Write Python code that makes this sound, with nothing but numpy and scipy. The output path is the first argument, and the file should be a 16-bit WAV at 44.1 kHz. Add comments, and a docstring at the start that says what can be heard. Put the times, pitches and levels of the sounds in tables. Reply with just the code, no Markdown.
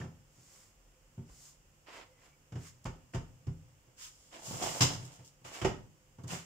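"""Working leather on a table

A large hide is worked flat on a wooden table in a small, faintly humming room. Palms pat and smooth
it, a sleeve swishes, the hide is dragged along and its edge flops down with a slap. Each blow rocks
the table and sets its top booming, while the leather smacks, creaks once and pops hollowly. Sliding
is made of many tiny slips, heard as a rustle, a scrape and a grainy hiss."""
import sys
import numpy as np
from scipy import signal
from scipy.fft import rfft, irfft
from scipy.io import wavfile

SR = 44100
rng = np.random.default_rng(int(sys.argv[2]) if len(sys.argv) > 2 else 0)


def pcm_store(signal):
    """Save signal as 16-bit PCM."""
    levels = np.round(np.clip(np.atleast_2d(signal), -1, 1) * 32767)
    wavfile.write(sys.argv[1], SR, levels.astype(np.int16).T)


N = 284445
TIME = np.arange(N) / SR
BIN_HZ = np.maximum(np.arange(N // 2 + 1) * SR / N, 1)


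def from_db(db):
    """Turn decibels into a gain, a number to multiply a sound by."""
    return 10 ** (np.asarray(db) / 20)


def rms_one(x):
    """Scale a sound so that its average power is 1."""
    return x / np.sqrt(np.mean(x ** 2) + 1e-20)


def at_hz(points, hz):
    """Read a table between its rows, giving each octave equal room."""
    row_hz, value = np.transpose(points)
    return np.interp(np.log(hz), np.log(row_hz), value)


def add(track, s, sound):
    """Mix a short sound into a track, starting at s seconds."""
    start = max(round(s * SR), 0)
    track[start:start + len(sound)] += sound[:N - start]


def gain_curves(rows):
    """Turn each dB column of a table into a gain over time."""
    s, *columns = np.transpose(rows)
    return [from_db(np.interp(TIME, s, column)) for column in columns]


def envelope(s, attack, hold, release):
    """A gain that rises, holds and falls."""
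    return np.interp(TIME, s + np.cumsum([0, attack, hold, release]), [0, 1, 1, 0])


def swells(rows):
    """A gain made of smooth, bell-shaped bumps."""
    return sum(from_db(db) * np.exp(-.5 * ((TIME - s) / width) ** 2) for s, db, width in rows)


def unsteady(per_s, depth_db):
    """A gain that wanders at random."""
    return from_db(depth_db * np.interp(TIME * per_s, np.arange(N), rng.standard_normal(N)))


def narrow_noise(hz, width):
    """A blurred tone: noise kept close to one pitch."""
    return rms_one(irfft(rfft(rng.standard_normal(N)) / (1 + (2 * (BIN_HZ - hz) / width) ** 2), N))


def grains(per_s, spread_db):
    """Two unrelated streams of tiny slips of uneven size."""
    sizes = from_db(spread_db * np.minimum(rng.exponential(1, N), 4))
    return rng.standard_normal((2, N)) * sizes * (rng.random(N) < per_s / SR)


def press(width_ms):
    """The force of a soft touch: half a sine wave that adds up to 1."""
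    pulse = np.sin(np.pi * np.clip(TIME[:SR // 3] * 1000 / width_ms, 0, 1))
    return pulse / pulse.sum()


def ring(force, modes):
    """A changing force starts an object's own tones (modes); neighbours swing opposite ways."""
    out = np.zeros(len(force))
    for k, (hz, db, fade_s) in enumerate(modes):
        decay = from_db(-60 / (fade_s * SR))
        feedback = [1, -2 * decay * np.cos(2 * np.pi * hz / SR), decay * decay]
        out += (-1) ** k * from_db(db) * signal.lfilter([.5, 0, -.5], feedback, force + 1e-18)
    return out


def resonance(x, hz, width):
    """The part of a sound that lies near one pitch."""
    return signal.lfilter(*signal.iirpeak(hz, hz / width, fs=SR), x)


# Each row: frequency in Hz, how alike the two ears are (1 the same, 0 unrelated, -1 opposite).
EAR_LIKENESS = [(60, 0.8), (140, 0.86), (270, 0.86), (520, 0.53), (1250, 0), (1650, -0.3), (2100, 0.17),
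                (5000, -0.11), (15000, 0)]
# Each row: frequency in Hz, how much louder the left ear is in dB.
EAR_BALANCE = [(130, 0), (270, -3.5), (550, -4.5), (1000, -2.5), (3000, -2), (5000, -0.5), (6400, 2.5),
               (8100, -6), (10500, -2), (14500, 2)]
def colour(streams, spectrum):
    """Give two noise streams a tone colour and spread them over the ears, at power 1."""
    octaves_outside = np.abs(np.log2(BIN_HZ / np.clip(BIN_HZ, spectrum[0][0], spectrum[-1][0])))
    mid, side = rfft(streams) * from_db(at_hz(spectrum, BIN_HZ) - 30 * octaves_outside)
    alike = np.clip(at_hz(EAR_LIKENESS, BIN_HZ), -1, 1)
    ears = np.array([[1], [-1]])
    pair = np.sqrt(1 + alike) * mid + np.sqrt(1 - alike) * side * ears
    balance = from_db(ears * at_hz(EAR_BALANCE, BIN_HZ) / 2)
    return rms_one(irfft(pair * balance, N))


# The quiet room's noise. Each row: frequency in Hz, relative level in dB.
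AIR_COLOUR = [(30, 0.5), (90, -8), (160, -10.5), (250, -13.5), (520, -18), (800, -18.5), (1500, -21),
              (2900, -25), (4000, -32), (5300, -24), (7300, -20), (9500, -34), (13000, -32.5),
              (15500, -30.5)]
# The room's hum. Each row: pitch in Hz, width in Hz, level in dB.
HUM_TONES = [(99, 5.9, -78.5), (145.9, 5.5, -74.5), (520, 28, -81)]
# Brief swells at the highest hum pitch. Each row: peak time in seconds, level in dB, width in seconds.
HUM_SWELLS = [(0.97, -74, 0.018), (2.14, -69.5, 0.039)]
# A deep drone. Each row: time in seconds, level in dB.
DRONE_LEVELS = [(0, -71.5), (1.8, -72.5), (1.92, -87.5), (6.45, -91.5)]
def room_air():
    """Faint hiss, a few wavering hum tones and a deep drone that dies away."""
    hum = sum(from_db(db) * narrow_noise(hz, width) * unsteady(per_s=2, depth_db=1.5)
              for hz, width, db in HUM_TONES)
    hum += swells(HUM_SWELLS) * narrow_noise(*HUM_TONES[-1][:2])
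    drone = gain_curves(DRONE_LEVELS)[0] * narrow_noise(hz=41, width=7)
    hiss = from_db(-67) * colour(rng.standard_normal((2, N)), AIR_COLOUR)
    return hum + drone + hiss


# Flat palms land on the hide. Each row: start in seconds, relative levels of sway, boom and smack
# in dB, time taken to land in milliseconds.
PALM_PATS = [(0.001, -54, -35.5, -45.5, 0.56), (0.015, -65, -50, -50, 5.5), (1.286, -50, -61, -61, 7.4),
             (2.521, -54, -37.5, -51, 1.4), (2.554, -53, -34, -48, 4), (2.852, -38.5, -33.5, -40, 6.2),
             (3.135, -41, -51, -43, 2.7), (3.145, -33.5, -29.5, -38, 3.6), (3.468, -42, -29.5, -51.5, 1.6),
             (5.446, -69, -53.5, -54.5, 2.5), (5.614, -38, -31.5, -35, 3.3), (5.645, -36, -43, -28.5, 4.4)]
# Fingers and sagging leather bump. Each row: start in seconds, relative boom and smack levels in dB.
SOFT_BUMPS = [(0.038, -40, -49), (0.379, -56, -69), (1.177, -36, -57), (1.206, -47.5, -64),
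              (3.874, -60.5, -68), (4.528, -43.5, -46.5), (4.992, -43, -58), (5.031, -45.5, -63),
              (5.189, -48, -56.5), (5.415, -58, -67), (6.184, -46, -53.5), (6.238, -37, -51),
              (6.329, -40.5, -57)]
# Folds flop over. Each row: start in seconds, relative boom and crack levels in dB, time taken to
# land in milliseconds.
FOLD_FLOPS = [(4.621, -54, -41.5, 7), (4.806, -26, -27, 3.6), (4.814, -27.5, -28, 8.9),
              (4.932, -38, -47.5, 5)]
def blows():
    """All blows as columns: start, five levels, landing time. Palms slap, bumps thud, folds snap."""
    # The five relative levels, in dB: sway, boom, smack, slap, snap.
    pats = [(s, sway, boom, smack, smack - 6.5, smack - 9.5, landing_ms)
            for s, sway, boom, smack, landing_ms in PALM_PATS]
    bumps = [(s, boom - 18, boom, smack, smack - 14.5, smack - 16.5, 4)
             for s, boom, smack in SOFT_BUMPS]
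    flops = [(s, crack - 11.5, boom, crack - 4.5, crack - 5, crack + 3.5, landing_ms)
             for s, boom, crack, landing_ms in FOLD_FLOPS]
    return np.transpose(pats + bumps + flops)


def pushes(starts, levels_db, width_ms):
    """Hand and leather press on the table once at each blow."""
    force = np.zeros(N)
    for s, db in zip(starts, levels_db):
        add(force, s, from_db(db) * press(width_ms))
    return force


# The tones of the table swaying on its legs, then of its top.
# Each row: pitch in Hz, relative level in dB, seconds to fade by 60 dB.
SWAY_MODES = [(41.4, -0.5, 0.35), (61, 1.5, 0.35)]
TOP_MODES = [(89.4, -10.5, 0.32), (124.7, 0.5, .21), (138, -7.5, 0.11), (161.6, -6.5, 0.32),
             (248.3, -18.5, 0.29), (284, -18.5, 0.4), (382.6, -12.5, 0.28)]
def table_boom():
    """Blows rock the table on its legs and make the top boom."""
    starts, sway_db, boom_db, *_ = blows()
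    sway = ring(pushes(starts, sway_db, width_ms=14.4), SWAY_MODES)
    boom = ring(pushes(starts, boom_db, width_ms=2.63), TOP_MODES)
    return from_db(3) * sway + from_db(2.5) * boom


def landings(levels_db, linger_s):
    """A gain that grows as more leather touches, then dies away with the squeezed air and creases."""
    starts, *_, landing_ms = blows()
    power, age = np.zeros(N), TIME[:SR // 4]
    for s, db, rise_s in zip(starts, levels_db, landing_ms / 1000):
        rise = np.minimum(age / rise_s, 1) ** 0.68
        fall = np.exp(-np.maximum(age - rise_s, 0) / linger_s)
        add(power, s, (from_db(db) * rise * fall) ** 2)
    return np.sqrt(power)


# The low, middle and high noise of a blow. Each row: frequency in Hz, relative level in dB.
SMACK_COLOUR = [(110, 8), (200, -1.5), (290, 1.5), (385, -1.5), (460, -2.5), (580, -4.5), (720, -4.5),
                (950, -7), (1500, -12.5)]
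SLAP_COLOUR = [(600, -31), (1000, 0), (1400, 1), (2100, -2), (3100, -9.5), (3800, -15.5), (5000, -47)]
SNAP_COLOUR = [(3000, -11.5), (4200, -7), (5100, 0.5), (7200, 0.5), (9000, -16), (12000, -22.5),
               (15500, -20)]
def leather_smacks():
    """At each blow trapped air smacks, the surface slaps and the creases snap."""
    *_, smack_db, slap_db, snap_db, _ = blows()
    smack = landings(smack_db, linger_s=0.028) * colour(grains(12000, 1.5), SMACK_COLOUR)
    slap = landings(slap_db - .4, linger_s=0.018) * colour(grains(12000, 1.8), SLAP_COLOUR)
    snap = landings(snap_db - .6, linger_s=0.017) * colour(grains(16000, 1.4), SNAP_COLOUR)
    return smack + slap + snap


# Short ringing tones at the blows: one brief high creak, then hollow pops under a palm or fold.
# Each row: start in seconds, pitch in Hz, relative level in dB, seconds to fade by 60 dB.
SHORT_TONES = [(0.015, 1780, -38.5, 0.03), (0.043, 242, -39, .13), (1.18, 227, -40.5, 0.17),
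               (2.857, 1050, -45, .04), (3.148, 536, -41, 0.076), (3.468, 156.3, -30.5, 0.17),
               (4.622, 739, -32, .1), (4.812, 286.7, -28, 0.18), (4.818, 815, -28.5, 0.076),
               (5.647, 383.3, -21.5, .13), (5.648, 510, -25, 0.041), (5.648, 688, -27.5, 0.086),
               (5.647, 867, -26, 0.067)]
def creak_and_pops():
    """Each tone gets a push half a cycle long and rings briefly and unevenly, off centre."""
    tones = np.zeros(N)
    for s, hz, db, fade_s in SHORT_TONES:
        add(tones, s, ring(press(width_ms=500 / hz), [(hz, db, fade_s)]))
    return tones * unsteady(per_s=200, depth_db=5.5) * from_db([[-1.8], [1.2]])


# Strokes of hand, sleeve or hide. Each row: start, rise, hold and fall in seconds, relative scrape
# level in dB, then the dB added to that for the rustle and for the hiss.
STROKES = [(0.25, .31, 0.018, 0.17, -71.5, -2.5, 8), (1.239, 0.2, 0.033, 0.089, -73.5, -5, 14),
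           (1.859, 0.021, 0.14, 0.033, -57, 0.5, -15), (1.9, 0.043, .03, .05, -57.5, -4, -7.5),
           (2.17, 0.077, .01, 0.066, -67.5, 0.5, -3), (2.56, 0.11, 0.011, 0.038, -63, -25, 5),
           (3.963, 0.065, .02, 0.062, -62, -17, 9), (4.03, .08, 0.26, .1, -84.5, 2, 14.5),
           (4.307, 0.036, 0.014, 0.052, -57.5, 7, -4.5), (4.79, .01, .12, 0.066, -54.5, 8.5, 0),
           (4.95, 0.041, .02, .3, -67, 6.5, 1), (5.441, 0.011, 0.015, 0.097, -56.5, 3.5, -1.5),
           (5.51, 0.032, 0.012, 0.12, -52.5, 1, -1), (6.27, 0.05, 0.019, 0.053, -48, 2, 0),
           (6.35, 0.019, .005, 0.088, -56.5, -10, 0.5)]
def stroke_power():
    """How strongly the short strokes rustle, scrape and hiss over time."""
    power = np.zeros((3, N))
    for s, attack, hold, release, db, rustle_db, hiss_db in STROKES:
        gains = from_db([db + rustle_db, db, db + hiss_db])
        power += np.outer(gains, envelope(s, attack, hold, release)) ** 2
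    return power


# The low, middle and high noise of sliding. Each row: frequency in Hz, relative level in dB.
RUSTLE_COLOUR = [(130, -22.5), (260, -1), (400, -1.5), (700, 2), (950, 0), (1500, -12.5)]
SCRAPE_COLOUR = [(600, -25), (1000, -0.5), (1400, -1.5), (2100, -2), (3100, -10), (3800, -12), (5200, -10)]
HISS_COLOUR = [(2800, -19), (4200, -10.5), (5200, -3), (7300, 1.5), (9000, -11), (12000, -17.5),
               (15000, -14), (16000, -24)]
def sliding():
    """The hide's rough side rustles and scrapes; its fine side hisses under skin and cloth."""
    rustle_gain, scrape_gain, hiss_gain = np.sqrt(stroke_power() + drag_power())
    fine_grain = grains(per_s=24000, spread_db=1.3)
    rumble = flex_rumble()
    rustle = from_db(-1) * rustle_gain * colour(grains(2000, 4.1), RUSTLE_COLOUR)
    scrape = from_db(1.46) * scrape_gain * colour(grains(4000, 1.6), SCRAPE_COLOUR)
    hiss = from_db(3) * hiss_gain * colour(fine_grain, HISS_COLOUR)
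    pressure = unsteady(per_s=110, depth_db=0.5)
    return pressure * (rumble + rustle + scrape + hiss)


# Faint, thin squeaks.
# Each row: peak time in seconds, pitch in Hz, width in Hz, level in dB, width in seconds.
SQUEAKS = [(2.16, 2030, 110, -78, 0.049), (2.332, 2250, 260, -76.5, .017)]
def squeaks():
    """Skin catches on the finished surface and sings briefly."""
    return sum(swells([(s, db, width_s)]) * narrow_noise(hz, width_hz)
               for s, hz, width_hz, db, width_s in SQUEAKS)


# Scuffs as the hide settles. Each row: peak time in seconds, level in dB, width in seconds.
SCUFFS = [(2.845, -58, 0.003), (3.131, -63, 0.0018), (4.454, -60, .012), (5.057, -57.5, 0.02),
          (5.14, -60, 0.021), (5.268, -60.5, 0.02), (6.241, -55.5, 0.0037), (6.284, -49, 0.0053)]
def scuffs():
    """Leather brushes on cloth with a short crackle."""
    return swells(SCUFFS) * colour(grains(2500, 4.2), HISS_COLOUR)


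# The long pull across the table. Each row: time in seconds, relative scrape and hiss levels in dB.
DRAG_LEVELS = [(4.39, -62.5, -63), (4.41, -64.5, -62), (4.466, -57.5, -48.5), (4.6, -51, -50.5),
               (4.64, -42.5, -42.5), (4.736, -50, -47), (4.795, -50.5, -46)]
def drag_power(ease_s=0.012):
    """How strongly the dragged hide rustles, scrapes and hisses; the rustle follows the scrape."""
    start, end = DRAG_LEVELS[0][0], DRAG_LEVELS[-1][0]
    scrape, hiss = envelope(start - ease_s, ease_s, end - start, ease_s) * gain_curves(DRAG_LEVELS)
    return np.square([from_db(4) * scrape, from_db(-4) * scrape, from_db(-0.5) * hiss])


# Moments when the hide bends. Each row: peak time in seconds, level in dB, width in seconds.
FLEXES = [(4.545, -44.5, 0.046), (4.68, -47.5, 0.059), (6.335, -42.5, 0.022)]
# The noise of that bending. Each row: frequency in Hz, relative level in dB.
RUMBLE_COLOUR = [(30, -24), (70, -11.5), (125, -0.5), (170, 0), (260, -8), (420, -31)]
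def flex_rumble():
    """The big sheet bends and rumbles as it is pulled."""
    return swells(FLEXES) * colour(grains(700, 1.7), RUMBLE_COLOUR)


# Where the work is. Each row: time in seconds, place from 0 (table top) to 1 (hanging edge).
WORK_PLACE = [(0, 0.12), (3.7, 0.16), (4.0, 1), (4.5, 0.72), (5.3, 0.92), (5.6, 0.55), (6.45, 0.67)]
def placed(leather):
    """On the table top the leather sounds near and centred; the free edge rasps more and sounds wider."""
    edge = np.clip(np.interp(TIME, *np.transpose(WORK_PLACE)), 0, 1)
    leather = leather + edge * from_db(1) * resonance(leather, hz=3110, width=830)
    middle = leather.mean(axis=0)
    return middle + (leather - middle) * from_db(-3.5 + 5 * edge)


# How long the room rings. Each row: frequency in Hz, seconds to fade by 60 dB.
ROOM_FADES = [(100, 0.62), (400, 0.38), (1500, 0.34), (5000, 0.33), (9000, 0.41), (15000, 0.083)]
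def room_echoes(sound, first_echo_s=0.0035, build_up_s=0.0024):
    """Many reflections blur into one tail, whose highs die sooner than its lows."""
    age, tail = TIME[:SR], 0
    onset = np.clip((age - first_echo_s) / build_up_s, 0, 1)
    edges = np.geomspace(40, 16000, 10)
    for low, high in zip(edges, edges[1:]):
        hz = np.sqrt(low * high)
        band_filter = signal.butter(2, [low, high], "band", fs=SR, output="sos")
        mid, side = signal.sosfilt(band_filter, rng.standard_normal((2, SR)))
        alike = np.clip(at_hz(EAR_LIKENESS, hz), 0, 1)
        band = np.sqrt(1 + alike) * mid + np.sqrt(1 - alike) * side * [[1], [-1]]
        band *= onset * from_db(-60 * age / at_hz(ROOM_FADES, hz))
        energy_share = 2 * (high - low) / SR
        tail = tail + band * np.sqrt(energy_share / np.sum(band ** 2, axis=1, keepdims=True))
    return signal.fftconvolve(sound * np.ones((2, 1)), tail, axes=1)[:, :N]


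def scene():
    """Table, short tones, smacks and rubbing, each with its share of echo, over the quiet room."""
    boom, tones = table_boom(), creak_and_pops()
    smacks = placed(leather_smacks())
    rubbing = placed(sliding() + scuffs() + squeaks())
    to_room = from_db(-11.5) * boom + from_db(-10) * tones
    to_room = to_room + from_db(-3.5) * smacks + from_db(-6.5) * rubbing
    return from_db(-1) * boom + tones + smacks + rubbing + room_echoes(to_room) + room_air()


# Resonances of the microphone's opening. Each row: frequency in Hz, width in Hz, boost or cut in dB.
MIC_RESONANCES = [(2867, 460, 4.5), (3330, 260, 2), (5120, 440, 1.5), (6000, 520, -2.5), (10070, 380, 2.5)]
def record(dry, bass_cut_hz=24, treble_cut_hz=15600):
    """The microphone loses the deepest bass and colours the treble; the very top is cut steeply."""
    sound = signal.sosfilt(signal.butter(2, bass_cut_hz, "high", fs=SR, output="sos"), dry)
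    for hz, width, db in MIC_RESONANCES:
        sound = sound + (from_db(db) - 1) * resonance(sound, hz, width)
    return signal.sosfilt(signal.ellip(10, .2, 80, treble_cut_hz, fs=SR, output="sos"), sound)


dry = scene()
out = record(dry)
pcm_store(out)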